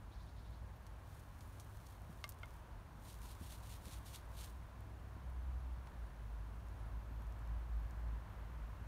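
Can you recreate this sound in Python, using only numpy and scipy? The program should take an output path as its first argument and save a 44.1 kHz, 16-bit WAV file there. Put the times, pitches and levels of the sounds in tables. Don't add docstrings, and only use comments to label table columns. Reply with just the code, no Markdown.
import sys
import numpy as np
from scipy import signal
from scipy.fft import rfft, irfft
from scipy.io import wavfile
from scipy.ndimage import uniform_filter1d

SR = 44100
rng = np.random.default_rng(int(sys.argv[2]) if len(sys.argv) > 2 else 0)


def log_audio(samples):
    frames = np.atleast_2d(samples).T
    limited = np.clip(frames, -1, 1)
    pcm = np.round(limited * 32767).astype(np.int16)
    wavfile.write(sys.argv[1], SR, pcm)


N = 391166
TIME = np.arange(N) / SR


def undb(db):
    return 10 ** (np.asarray(db) / 20)


def unit(x):
    return x / np.sqrt(np.mean(x ** 2))


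def colour(x, points):
    hz, db = np.transpose(points)
    f = np.maximum(np.fft.rfftfreq(len(x), 1 / SR), 1)
    gain = undb(np.interp(np.log(f), np.log(hz), db))
    low_cut = f ** 2 / (f ** 2 + 20 ** 2)
    return unit(irfft(rfft(x) * gain * low_cut, len(x)))


def resonate(x, hz, width_hz):
    angle = 2 * np.pi * hz / SR
    k = np.sin(angle) * width_hz / hz / 2
    return signal.lfilter([k, 0, -k], [1 + k, -2 * np.cos(angle), 1 - k], x)


def noise(size=N):
    return rng.standard_normal(size)


def walk(per_s):
    hold = int(SR / per_s)
    steps = np.repeat(noise(N // hold + 1), hold)[:N]
    return unit(uniform_filter1d(uniform_filter1d(steps, hold), hold))


def fade(t, t60):
    return np.exp(-np.log(1000) * t / t60)


def onset(t, rise_s):
    return 1 - np.exp(-t / rise_s)


def add(out, s, x):
    i = int(s * SR)
    out[i:i + len(x)] += x[:len(out) - i]


def traffic(roar_db_per_s=0.3529, rumble_db_per_s=0.2, car_hz=1400, hum_hz=100):
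    # (frequency [Hz], relative level [dB])
    roar_spectrum = [(200, -9), (420, -6), (620, 1), (800, 0), (1020, 2.5), (1250, -3), (1650, -5.5),
                     (1950, -10.5), (3000, -17), (4500, -24.5), (8000, -46)]
    rumble_spectrum = [(20, -16), (32, 2), (48, 5.5), (75, 5.5), (110, -2), (150, -6.5), (220, -12.5),
                       (320, -16.5), (500, -24), (1000, -47)]
    roar = colour(noise(), roar_spectrum) * undb(-65 + roar_db_per_s * TIME + .5 * walk(9))
    rumble = colour(noise(), rumble_spectrum) * undb(-55 + rumble_db_per_s * TIME)
    tyres = unit(resonate(resonate(noise(), car_hz, 800), car_hz, 1200))
    relative_distance = 1 + (TIME[-1] - TIME) / 2
    car = tyres * undb(-69) / relative_distance
    hum = unit(np.sin(2 * np.pi * hum_hz * TIME)) * undb(-63 + 1.5 * walk(4.3))
    return roar + rumble + car + hum


def engine(waver=.022, flutter_db=1.8, echo_db=-9, echo_s=.21):
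    # (time [s], firing rate [Hz], relative level [dB])
    load = [(0, 54.35, -54), (.5, 58, -49.5), (1.1, 56, -64), (3.3, 57, -56), (3.85, 58, -50.5),
            (4.7, 59.03, -51.5), (5.1, 62, -54.5), (5.35, 63, -43), (5.8, 61.5, -47), (6.05, 54.1, -51.5),
            (6.45, 53, -46), (6.95, 56, -39.5), (7.4, 55.36, -43), (8, 54.9, -40.5), (8.35, 54.7, -45.5),
            (8.87, 55.7, -44.5)]
    s, firing_hz, level_db = np.transpose(load)
    hz = np.interp(TIME, s, firing_hz) * (1 + waver * walk(14))
    phase = 2 * np.pi * np.cumsum(hz) / SR
    tone = np.sin(phase) + undb(-19) * np.sin(2 * phase) + undb(-27) * np.sin(3 * phase)
    throb = tone + undb(echo_db) * np.interp(TIME - echo_s, TIME, tone)
    return unit(throb) * undb(np.interp(TIME, s, level_db) - 2.5 + flutter_db * walk(22))


def high_pips(per_s=30, uneven_db=3):
    # (start [s], end [s], frequency [Hz], relative level [dB])
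    trains = [(0, 6.96, 10000, -84.5), (.76, .83, 12550, -78.5), (6.97, 7.6, 12550, -84),
              (7.73, 8.02, 12550, -83.5), (8.23, 8.41, 12650, -82), (8.5, 8.84, 12650, -85)]
    out = np.zeros(N)
    for start, end, hz, db in trains:
        band = unit(resonate(resonate(noise(), hz, hz / 13), hz, hz / 6))
        out += undb(db) * band * ((TIME > start) & (TIME < end))
    pulses = np.cos(np.pi * per_s * TIME) ** 2
    return out * pulses * undb(uneven_db * walk(45) - 1)


def microphone_hiss(level_db=-77):
    # (frequency [Hz], relative level [dB])
    spectrum = [(1000, -2.5), (3500, 2.5), (6000, 0), (9000, -2), (12000, -5), (15500, -5.5)]
    return undb(level_db) * colour(noise(), spectrum)


def bird(low_hz=3150, high_hz=4800, length_s=.055, every_s=.076, step_db=-0.8):
    # (time [s], relative level [dB])
    phrases = [(.105, -68), (.355, -69.5)]
    out, t = np.zeros(N), TIME[:int(length_s * SR)]
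    swell = np.sqrt(np.sin(np.pi * t / length_s))
    for s, db in phrases:
        for k in range(3):
            hz = np.linspace(low_hz, high_hz, len(t)) * (1 + .03 * rng.standard_normal())
            rasp = .7 + unit(resonate(noise(len(t)), 350, 700))
            chirp = np.sin(2 * np.pi * np.cumsum(hz) / SR) * rasp * swell
            add(out, s + k * every_s, undb(db - 3 + k * step_db) * chirp)
    return undb(-4) * out + garden_echo(out, t60=0.29)


def garden_echo(x, t60):
    echo = noise(SR // 2) * fade(TIME[:SR // 2], t60)
    return signal.fftconvolve(x, echo / np.linalg.norm(echo))[:N]


def loose_grit(dig_from_s=1.1, dig_to_s=2.6, dig_per_s=12, rest_per_s=1.2, centre_hz=7500, t60=.014):
    digging = (TIME > dig_from_s) & (TIME < dig_to_s)
    loose = rng.random(N) < np.where(digging, dig_per_s, rest_per_s) / SR
    levels_db = np.where(digging, -64, -67)[loose]
    chance = rng.uniform(-0.91, 1, (len(levels_db), 2))
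    return [(s, db + 3 * size, centre_hz * 2 ** (.7 * pitch), t60)
            for s, db, (size, pitch) in zip(TIME[loose], levels_db, chance)]


def grit(click_db=12, scatter_db=-4):
    # (time [s], relative level [dB], centre [Hz], scatter t60 [s])
    snaps = [(.867, -59, 4970, .05), (1.408, -58.5, 4960, 0.055), (1.599, -53.5, 6530, 0.085),
             (1.771, -64, 6000, .02), (1.867, -63, 4500, 0.027), (2.279, -61, 6000, .015),
             (2.292, -42, 12500, 0.015), (2.296, -51, 12000, 0.057), (2.322, -57.5, 6000, 0.032),
             (3.143, -58, 7000, .015), (4.807, -62, 11130, 0.016), (5.3, -67, 11000, .014),
             (5.872, -57.5, 1800, .025)]
    out, t = np.zeros(N), TIME[:SR // 10]
    for s, db, hz, t60 in snaps + loose_grit():
        click = resonate(signal.unit_impulse(len(t)), hz, width_hz=hz)
        click /= abs(click).max()
        scatter = unit(resonate(noise(len(t)), hz, 1.4 * hz)) * fade(t, t60) * onset(t, 0.00031)
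        add(out, s, undb(db) * (undb(click_db) * click + undb(scatter_db) * scatter))
    return out


def grains(per_s, spread_db):
    size = undb(spread_db * np.minimum(rng.exponential(size=N), 5))
    return unit((rng.random(N) < per_s / SR) * size * rng.choice([-1, 1], N))


def brush(middle_s, length_s, db, skirt=1.9):
    offset = 2 * (TIME - middle_s) / length_s
    return undb(db) ** 2 * (1 + (2 ** (1 / skirt) - 1) * offset ** 2) ** -skirt


def feathers(return_db=2.7, firm_db=-57):
    # (time of push [s], level [dB], delay of return [s], length of each brush [s])
    shuffles = [(1.125, -73, 0.05, 0.088), (1.42, -74, 0.15, 0.14), (1.75, -75.5, .04, 0.17),
                (1.862, -71.5, .055, 0.048), (2.12, -75, .085, 0.11), (2.47, -76.5, .05, .1),
                (3.078, -64.5, 0.022, .055), (3.243, -62.5, .06, .043), (3.449, -62.3, .072, .054),
                (3.657, -62.5, 0.067, 0.05), (3.868, -60, 0.072, 0.039), (4.083, -59, 0.067, 0.031),
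                (4.389, -60.5, 0.036, 0.051)]
    # (frequency [Hz], gain [dB])
    light_spectrum = [(500, -19), (1500, -8), (2500, -1.5), (3800, -8.5), (5500, -2), (9000, 0), (12000, 0),
                      (15800, 2.5)]
    firm_spectrum = [(500, -13), (1500, -6), (2500, -1), (3800, 4), (5500, -2), (9000, 0.5), (12000, -3),
                     (14000, -8), (15800, -12)]
    power = sum(brush(s, length, db) + brush(s + delay, length, db + return_db)
                for s, db, delay, length in shuffles)
    effort = np.sqrt(power)
    barbs = grains(per_s=8300, spread_db=1.5)
    dust = grains(per_s=400, spread_db=3.5)
    slips = barbs + 0.57 * dust
    firmness = np.minimum(np.sqrt(effort / undb(firm_db)), 1)
    texture = (1 - firmness) * colour(slips, light_spectrum) + firmness * colour(slips, firm_spectrum)
    catching = undb(1.75 * walk(140))
    rustle = texture * effort * catching
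    return rustle + undb(-13) * resonate(garden_echo(rustle, t60=0.75), 3000, 3000)


def bumps(t60=0.13):
    # (time [s], level [dB], frequency [Hz])
    thuds = [(2.094, -50, 150), (3.41, -49, 164.4), (3.868, -53, 206), (5.164, -50.5, 167.2),
             (5.871, -57, 910), (7.104, -55, 237), (7.189, -54, 190), (8.125, -50, 150)]
    out, t = np.zeros(N), TIME[:SR // 4]
    for s, db, hz in thuds:
        thud = unit(resonate(resonate(noise(len(t)), hz, 130), hz, 200))
        add(out, s, undb(db) * thud * fade(t, t60) * onset(t, 0.0008))
    return out


def knocks(click_hz=3600, clatter_t60=0.056):
    # (time [s], ring gain [dB], click gain [dB], spot struck [0 or 1])
    strikes = [(2.2413, -45, -30, 0), (2.4323, -46, -49, 1)]
    # (frequency [Hz], t60 [s], gain at spot 0 [dB], gain at spot 1 [dB])
    modes = [(620, 0.049, -2.5, -8), (960, 0.023, -16, -2), (1160, 0.064, 1, -24), (1410, 0.032, -18, 3),
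             (1610, 0.067, -14, -26), (2128, 0.055, 3, 0.5), (2770, 0.037, -6, -14), (3140, 0.036, -9, -8),
             (3480, 0.062, -22, -15), (3860, 0.032, -12, -31), (4740, .02, -4, -20), (5437, 0.023, -4, -36),
             (7025, .03, -22, -42), (8974, .03, -27, -45)]
    out, t = np.zeros(N), TIME[:SR // 5]
    for s, ring_db, click_db, spot in strikes:
        ring = sum(undb(spot_db[spot]) * np.sin(2 * np.pi * (hz * t + rng.random())) * fade(t, t60)
                   for hz, t60, *spot_db in modes)
        click = resonate(np.exp(-t / .00006), click_hz, 3000)
        click /= abs(click).max()
        clatter = undb(-19) * resonate(noise(len(t)), click_hz, 5000) * fade(t, clatter_t60)
        contact = clatter - 1.16 * click
        add(out, s, undb(ring_db) * ring * onset(t, 0.00052) + undb(click_db) * contact)
    return out


def scene():
    hen = feathers() + grit() + knocks() + bumps()
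    return (hen + bird() + engine() + traffic() + high_pips() + microphone_hiss())[None]


def record(dry):
    # (frequency [Hz], width [Hz], gain [dB])
    port_dips = [(4920, 170, -3), (7670, 500, -3), (10500, 350, -4)]
    f = np.fft.rfftfreq(N, 1 / SR)
    port_db = sum(db * np.exp(-((f - hz) / width) ** 2) for hz, width, db in port_dips)
    heard = irfft(rfft(dry) * undb(port_db), N)
    top_cut = signal.ellip(10, .2, 70, 15600, fs=SR, output="sos")
    return signal.sosfilt(top_cut, heard)


dry = scene()
out = record(dry)
log_audio(out)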